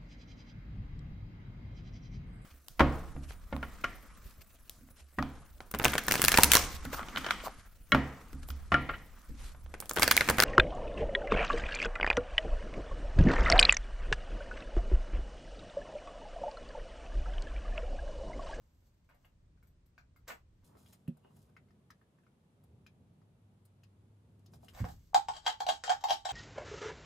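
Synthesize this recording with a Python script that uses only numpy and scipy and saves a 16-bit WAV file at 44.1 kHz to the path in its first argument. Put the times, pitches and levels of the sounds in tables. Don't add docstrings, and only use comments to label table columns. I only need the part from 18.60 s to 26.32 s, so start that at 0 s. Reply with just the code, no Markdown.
import sys
import numpy as np
from scipy import signal
from scipy.fft import rfft, irfft
from scipy.io import wavfile
from scipy.ndimage import uniform_filter1d

SR = 44100
rng = np.random.default_rng(int(sys.argv[2]) if len(sys.argv) > 2 else 0)


def file_out(sig):
    cols = np.atleast_2d(sig).T
    lim = np.clip(cols, -1, 1)
    pcm = np.round(lim * 32767).astype(np.int16)
    wavfile.write(sys.argv[1], SR, pcm)


def volts_from_decibels(level):
    exponent = np.asarray(level, float) / 20
    return 10 ** exponent


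N = 340452
TIME = np.arange(N) / SR
BURST = 1500


def unit(x):
    return x / np.sqrt(np.mean(x ** 2))


def band(x, hz, width, order=1):
    edge = np.sqrt(hz ** 2 + width ** 2 / 4)
    edges = [edge - width / 2, min(edge + width / 2, SR / 2.1)]
    return signal.sosfilt(signal.butter(order, edges, "bandpass", fs=SR, output="sos"), x)


def spikes(times, db):
    return np.bincount((np.asarray(times) * SR).astype(int), volts_from_decibels(np.asarray(db)), N)[:N]


def grains(rate, spread_db):
    happens, sign, size = rng.random((3, N))
    clicks = (happens < rate / SR) * np.sign(sign - .5)
    return unit(clicks * volts_from_decibels(-spread_db * np.log(1 - size)))


def ring(x, modes, rise=.002):
    t = TIME[:SR // 2]
    y = sum(volts_from_decibels(db - 60 * t / t60) * np.sin(2 * np.pi * hz * t) for hz, db, t60 in modes)
    y = y * (1 - np.exp(-t / rise))
    return signal.fftconvolve(x, y / abs(y).max(), axes=-1)[:N]


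def curve(table, column):
    rows = np.array(table)
    return np.interp(TIME, rows[:, 0], rows[:, column], -200, -200)


def walk(rate):
    hold = int(SR / rate)
    levels = np.repeat(rng.standard_normal(N // hold + 1), hold)
    return 1.22 * uniform_filter1d(levels, hold)[:N]


def swell(rows, part_db=0):
    s, db, rise, fade = np.array(rows)[:, :4, None].transpose(1, 0, 2)
    t = TIME[::32]
    level_db = db + part_db - 20 * np.maximum((s - t) / rise, (t - s) / fade)
    return np.interp(TIME, t, np.max(level_db, axis=0))


# frequency_hz, density_db
FAR_AIR = [(15, -46), (25, -3.5), (88, -6.5), (404, -31.5), (504, -35.5), (585, -34.5), (661, -40),
           (1420, -44.5), (1730, -45.5), (5110, -52.5), (9000, -56), (11700, -74), (19800, -120)]
NEAR_AIR = [(18, -66), (30, -25.5), (75, -3), (96, -1), (148, -2.5), (216, -5.5), (308, -16), (358, -14.5),
            (1810, -36.5), (3490, -39), (5240, -45), (10100, -44.5), (12700, -49), (16500, -82),
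            (22000, -120)]
FAR_DB, NEAR_DB = -63, -66
# peak_s, level_db, rise_s, fade_s
SWELLS = [
    (0.94, -1, 4., 2.8),
    (2.15, 4.5, 0.4, 1.5),
    (2.79, 3.5, 5.3, 2.7),
    (4.17, 4.5, 0.98, 2.7),
    (6.15, 7.5, 1.7, 1.2),
    (6.53, -1, 2, 8.4),
]
REST_DB = -3


def air(shape, db, alike_hz):
    hz = np.maximum(np.fft.rfftfreq(N, 1 / SR), 1)
    shape_hz, shape_db = np.transpose(shape)
    gain = volts_from_decibels(np.interp(np.log(hz), np.log(shape_hz), shape_db))
    mid, side = rfft(rng.standard_normal((2, N))) * gain
    side = side * np.clip(hz / alike_hz, .05, 1)
    both = np.array([mid + side, mid - side])
    low = 1 / (1 + (hz / 370.0) ** 2)
    bass, rest = irfft(both * low, N), irfft(both * (1 - low), N)
    swell_db = np.maximum(swell(SWELLS), REST_DB) + 1.5 * walk(7.8)
    return (bass * volts_from_decibels(swell_db) + rest) * volts_from_decibels(db) / np.std(bass + rest)


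# time_s, pitch_hz, level_db
HUM = [
    (4.4, 103, -80),
    (4.55, 100.9, -70),
    (5.3, 102, -67),
    (5.95, 105.3, -60),
    (6.13, 105.3, -66.5),
]


def hum():
    pitch_hz = np.maximum(curve(HUM, 1), 0) + 2.5 * walk(10.0)
    phase = 2 * np.pi * np.cumsum(pitch_hz) / SR
    return np.sqrt(2) * np.sin(phase) * volts_from_decibels(curve(HUM, 2) + 2.5 * walk(10))


# decay_t60_s, treble_t60_s, echo_db
FAR_ROOM = (0.17, 0.15, 4.3)
NEAR_ROOM = (0.1, 0.022, -0.015)


def shed(x, t60, treble_t60, wet_db):
    t = TIME[:SR // 3]
    noise = rng.standard_normal((2, len(t))) * (1 - np.exp(-t / 0.00022))
    apart = signal.sosfiltfilt(signal.butter(4, 6500., fs=SR, output="sos"), noise[1] - noise[0])
    noise = noise[0] + np.array([0 * apart, apart])
    dull = signal.sosfilt(signal.butter(1, 4000, fs=SR, output="sos"), noise)
    echo = dull * volts_from_decibels(-60 * t / t60) + (noise - dull) * volts_from_decibels(-60 * t / treble_t60)
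    echo = echo * volts_from_decibels(wet_db) / np.sqrt(np.sum(echo ** 2, axis=1, keepdims=True))
    return x + signal.fftconvolve(x, echo, axes=1)[:, :N]


# start_s, level_db
POP = [
    (2.481, -28.5),
]
BUMPS = [
    (6.203, -29.5),
    (6.212, -25.5),
    (6.234, -31.5),
    (6.281, -42),
]
# frequency_hz, level_db, decay_t60_s
POP_MODES = [(146, -10, 0.23), (168, 12, 0.066), (234.5, 2.5, 0.12), (364, -13, 0.1), (545, -16.5, 0.11)]
BENCH_MODES = [(72.2, 1, 0.18), (102.4, 9.5, 0.056), (162.2, -1.5, 0.12), (227, -3.5, 0.054),
               (412, -43, 0.061)]


def thuds():
    pop = ring(spikes(*np.transpose(POP)), POP_MODES, rise=0.0044)
    bumps = ring(spikes(*np.transpose(BUMPS)), BENCH_MODES, rise=0.01)
    both = band(pop + bumps, 120.0, 520.0, order=2)
    return np.array([.85 * np.roll(both, shift=8), 1.1 * both])


def rub(level_db, hz, width, db):
    return unit(band(grains(rate=4000., spread_db=3.5), hz, width, order=2)) * volts_from_decibels(level_db + db)


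# time_s, level_db
SQUEAK = [
    (2.62, -100),
    (2.645, -83.5),
    (2.68, -84),
    (2.7, -100),
]
# frequency_hz, width_hz, level_db
RUB_BANDS = [(554, 780, -2), (1430, 1520, -7), (6400, 10000, -3.5)]
# peak_s, level_db, rise_s, fade_s, dryness_db
RUBS_SOFT = [(0.016, -86.5, 0.025, 0.98, 1), (0.282, -81, .3, 0.0047, 7), (0.63, -83.5, 0.14, 0.12, -1),
             (1.03, -84, .02, 0.09, -1), (2.047, -69, 0.014, 0.11, 10), (2.134, -71.5, .16, 0.2, -15),
             (2.184, -71, 0.044, 0.26, 5), (2.3, -72.5, 0.27, 0.07, 3), (2.656, -73.5, 0.059, 0.15, -18),
             (2.766, -73, .025, 0.062, 3.5), (2.816, -76, 0.22, 0.12, 15), (2.9, -79.5, .17, .01, -13),
             (5.942, -66.5, 0.03, 0.044, 9), (6.042, -69, 0.048, 0.097, 6),
             (6.255, -58.5, 0.058, 0.067, -9), (6.293, -64, .06, 0.067, 16), (6.448, -78.5, 0.9, 0.15, 20)]
# peak_s, level_db, rise_s, fade_s, dryness_db
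RUBS_HARD = [
    (0.498, -70, 0.0042, 0.076, -24),
    (0.65, -71, 0.011, 0.02, -12),
    (1.681, -49.5, 0.0067, 0.053, -2.8),
    (1.704, -46, 0.02, 0.026, -19),
    (6.134, -65, .003, 0.22, 5),
    (2.331, -62, .016, .03, 33),
    (6.098, -68.5, 0.045, 0.034, 20),
    (6.204, -55.5, 0.075, 0.025, -1.5),
]
SOFT_BODY_DB, HARD_BODY_DB, BODY_PER_DRY = -14, 3, 0.22


def rubs():
    squeak = unit(band(rng.standard_normal(N), 2850.0, 98.0)) * volts_from_decibels(curve(SQUEAK, 1))
    rows = RUBS_SOFT + RUBS_HARD
    dry_db = np.array(rows)[:, 4:]
    body_db = np.array([[SOFT_BODY_DB]] * len(RUBS_SOFT) + [[HARD_BODY_DB]] * len(RUBS_HARD))
    hollow_db = -np.maximum(dry_db, 0)
    body_db = body_db - BODY_PER_DRY * np.maximum(dry_db, 0)
    hiss_db = np.minimum(dry_db, 0)
    parts = zip((hollow_db, body_db, hiss_db), RUB_BANDS)
    return squeak + sum(rub(swell(rows, part_db), *settings) for part_db, settings in parts)


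# start_s, level_db, ring_hz, hollow_db, snap_db
DULL_TICKS = [(0.974, -76, 1500, 0, -14), (1.3787, -53, 1520, -5.5, -16.5), (2.169, -67, 1340, 6.5, -15),
              (2.2605, -54.5, 3300, -18, -18), (2.9657, -47.5, 2090, -25, -24),
              (3.0844, -71, 2070, -14, -14), (3.1064, -67, 1810, -20, -15), (3.3033, -48, 1800, -44, -13),
              (3.5857, -67, 1703, -14, -20), (3.666, -64.5, 1420, -22, -21), (4.264, -49.5, 2420, -31, -14),
              (4.6159, -72.5, 1230, 7.5, -14), (5.234, -58.5, 2680, -19, -9.5), (5.8596, -73, 1858, 2.5, 9),
              (5.9347, -64, 1575, 12.5, -1), (6.0311, -74.5, 1560, 26.5, -2), (6.083, -46, 2900, -17, -16),
              (6.47, -95, 1490, -16, 17)]
CRISP_TICKS = [(0.4903, -62.5, 1500, -3, -23), (0.5432, -72, 1970, 11.5, -14),
               (0.6467, -58.5, 2850, -5, -25), (1.0266, -66.5, 1430, -14, -17),
               (1.0694, -81.5, 1770, -12, 0.3), (1.2594, -87, 1240, -5, 2), (1.5609, -63, 1360, -9, -17),
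               (2.3291, -58.5, 2490, 1, -12), (2.4773, -52, 2680, -7, -20.5), (2.5694, -76, 1450, 17, -6),
               (2.7644, -71, 2800, 5, -7), (3.4136, -64, 1710, -18, -33), (3.6346, -71, 1680, -5, -28),
               (4.0364, -76.5, 1280, 13, -4.5), (5.0513, -78.5, 1715, -3, 4)]
DULL_FIZZ_DB, CRISP_FIZZ_DB = -7, 8.5


def ticks():
    out, t = np.zeros(N + BURST), TIME[:BURST]
    rows = [(*r, DULL_FIZZ_DB) for r in DULL_TICKS] + [(*r, CRISP_FIZZ_DB) for r in CRISP_TICKS]
    noises = rng.standard_normal((len(rows), BURST))
    for (s, db, hz, hollow_db, snap_db, fizz_db), noise in zip(rows, noises):
        burst = 0.79 * noise * np.exp(-t / 0.0061) * (1 - np.exp(-t / 0.00062))
        partner_hz = (1.55 if hz < 1700 else .72) * hz
        rings = np.sin(2 * np.pi * hz * t) + 0.57 * np.sin(2 * np.pi * partner_hz * t)
        body = 1.52 * rings * np.exp(-t * hz / 2.4) + 0.93 * band(burst, hz, 940.0, order=2)
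        body = band(body, 0.16 * hz + 1570.0, 2300.0, order=2)
        hollow = volts_from_decibels(hollow_db) * np.sin(2 * np.pi * 710.0 * t) * np.exp(-t / 0.0023)
        snap = 3.55 * volts_from_decibels(snap_db) * band(burst, 4870.0, 2500.0, order=2)
        fizz = 2.17 * volts_from_decibels(snap_db + fizz_db) * band(burst, 10600.0, 6000.0, order=2)
        click = (body + hollow + snap + fizz) * volts_from_decibels(db + 1.5) * (1 - np.exp(-t / 0.00084))
        first = int(s * SR)
        out[first:first + BURST] += click
    return out[:N] * volts_from_decibels(np.array([[1.5], [-1.5]]))


def touches(times, chatter):
    chance = rng.random((len(times), 2, BURST))
    rebounds = (chance[:, 0] < .06) * (chance[:, 1] - .5) * np.exp(-TIME[:BURST] / chatter)
    touch = rebounds + .5 * (TIME[:BURST] == 0)
    place = (times * SR).astype(int)[:, None] + np.arange(BURST)
    return touch / np.sqrt(np.sum(touch ** 2, axis=1, keepdims=True)), place


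def strike(touch, place, db):
    return np.bincount(place.ravel(), (touch * volts_from_decibels(db)[:, None]).ravel(), N)[:N]


def plastic(force, modes, grip_db=1.56):
    y = 0
    for k, (hz, width, db) in enumerate(modes):
        y = y + (-1) ** k * band(force * volts_from_decibels(db + grip_db * walk(9)), hz, width)
    return y


# start_s, note_db, note_hz, click_db
TAPS = [(6.149, -48, 613, -14), (6.174, -46, 710, -20), (6.251, -41.5, 730, -15), (6.287, -45, 724, -11),
        (6.319, -73, 810, 4), (6.545, -10.5, 802, -17.5), (6.685, -21.5, 918, -18),
        (7.004, -25, 827, -15.5), (7.238, -43.5, 706, 6.5), (7.302, -18, 730, -19), (7.316, -27, 795, -13),
        (7.439, -19.5, 868, -18), (7.529, -49, 744, 4.5), (7.654, -25.5, 673, -15)]
# start_s, note_db, note_hz, click_db
CLACKS = [(6.737, -50, 930, -4), (6.864, -20, 890, -14.5), (6.868, -39.5, 700, 6), (6.877, -25.5, 716, -8),
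          (6.899, -40, 760, -1), (6.924, -37, 900, -14), (7.066, -24, 690, -16), (7.088, -15.5, 648, -16.5),
          (7.096, -40, 784, 3.5), (7.278, -26.5, 730, -16.5), (7.486, -33, 830, -13),
          (7.496, -22.5, 836, -17.5), (7.295, -19, 690, -14), (7.506, -15.5, 663, -15),
          (7.69, -27.5, 820, -18), (7.707, -34.5, 750, -8)]
# base_db, rim_db, wall_db
TAP_PARTS = (0.68, -10, 0.26)
CLACK_PARTS = (-2.5, 0.27, -3)
# peak_s, level_db, rise_s, fade_s
DRAGS = [(6.55, -43.5, 0.0041, 0.12), (6.682, -47.5, 0.0067, 0.15), (6.864, -44.5, 0.024, 0.043),
         (7.008, -49, 0.036, 0.022), (6.77, -47.5, 0.095, 0.038), (7.098, -35.5, 0.028, 0.057),
         (7.234, -48.5, .004, .3), (7.312, -45.5, 0.1, .062), (7.438, -50, 0.003, 0.045),
         (7.508, -35, 0.037, 0.058), (7.65, -41, .003, 0.21)]
# start_s, note_db
DIPS = [
    (6.533, -40.5),
    (6.855, -42),
    (7.427, -48),
    (7.643, -58),
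]
# frequency_hz, level_db, decay_t60_s
NOTE_LEFT = [(655, -12.5, 0.15), (787.1, 0, 0.12), (846.7, 0, 0.12), (903.3, -6, 0.12), (962, -9.5, 0.11),
             (1095, -5.5, .12)]
NOTE_RIGHT = [(662.5, -14.5, 0.19), (744.3, 6.5, 0.095), (804.5, 1.5, 0.16), (881, -7, 0.21),
              (987, -12, 0.16), (1138, -7, 0.11), (1137, -27, 0.11)]
# frequency_hz, width_hz, level_db
BASE = [(448, 400, -8.5), (1540, 490, -1.5), (2127, 610, -3.5), (2180, 420, -4)]
RIM = [(3010, 165, -4.5), (3150, 63, 6.5), (3330, 220, -3)]
WALL = [(3780, 260, -2.5), (4700, 440, -6), (5390, 330, -5.5), (6820, 1220, -8), (8050, 3800, -12.5),
        (10960, 2900, -18)]
LIP_HZ = (3190, 3235.)
LIP_WIDTH_HZ, LIP_DB = 30, 13


def beaker():
    s, note_db, note_hz, click_db = np.transpose(TAPS + CLACKS)
    shares = np.transpose([TAP_PARTS] * len(TAPS) + [CLACK_PARTS] * len(CLACKS))
    base_db, rim_db, wall_db = click_db + shares
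    touch, place = touches(s, chatter=0.0026)
    slip = grains(rate=1400.0, spread_db=2.5) * volts_from_decibels(swell(DRAGS) + 4.38 * walk(40))
    fade = np.exp(-TIME[:BURST] / 0.002)
    column = 2 * np.cos(2 * np.pi * note_hz[:, None] * TIME[:BURST]) * fade / fade.sum()
    push = strike(column, place, note_db + 1.5) + spikes(*np.transpose(DIPS)) + slip * volts_from_decibels(-28.5)
    note = np.array([ring(push, NOTE_LEFT, rise=0.0013), ring(push, NOTE_RIGHT, rise=0.0022)])
    base = plastic(strike(touch, place, note_db + base_db + 32.0) + slip * volts_from_decibels(-6.5), BASE)
    edge = strike(touch, place, note_db + rim_db + 32.5) + slip * volts_from_decibels(-4.5)
    rim = plastic(edge, RIM)
    lip = np.array([band(edge, hz, LIP_WIDTH_HZ) for hz in LIP_HZ])
    note = note + volts_from_decibels(LIP_DB) * lip * [[1.3], [.8]]
    note = note + volts_from_decibels(LIP_DB - 12) * band(edge, 3925., 32.0) * [[1.3], [.7]]
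    wall = plastic(strike(touch, place, note_db + wall_db + 32.0) + slip * volts_from_decibels(-1.5), WALL)
    return note, base + (rim + wall) * volts_from_decibels(np.array([[2.2], [-2.2]]))


# start_s, end_s
NEAR_S = (2.043, 6.131)


def scene():
    note, wall = beaker()
    near = (TIME > NEAR_S[0]) & (TIME < NEAR_S[1])
    near_floor = air(NEAR_AIR, NEAR_DB, alike_hz=1110.0)
    floor = np.where(near, near_floor, air(FAR_AIR, FAR_DB, alike_hz=740.0))
    hands = wall + ticks() + rubs()
    far = shed(hands * ~near, *FAR_ROOM)
    far = far - 2 * band(far, 9850.0, 3300.0) * np.array([[1], [0]])
    shade = signal.butter(2, [9000., 11000.], "bandstop", fs=SR, output="sos")
    far = 0.16 * far + signal.sosfilt(shade, far)
    hands = np.where(near, shed(hands * near, *NEAR_ROOM), far)
    return note + hands + thuds() + hum() + floor


def low_pass(x):
    return signal.sosfilt(signal.butter(12, 16460, fs=SR, output="sos"), x)


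def record(dry):
    top = signal.ellip(10, .2, 70, 15750, fs=SR, output="sos")
    bottom = signal.butter(2, 28, "highpass", fs=SR, output="sos")
    mix = signal.sosfilt(np.vstack([top, bottom]), dry)
    return low_pass(mix)


dry = scene()
out = record(dry)
file_out(out)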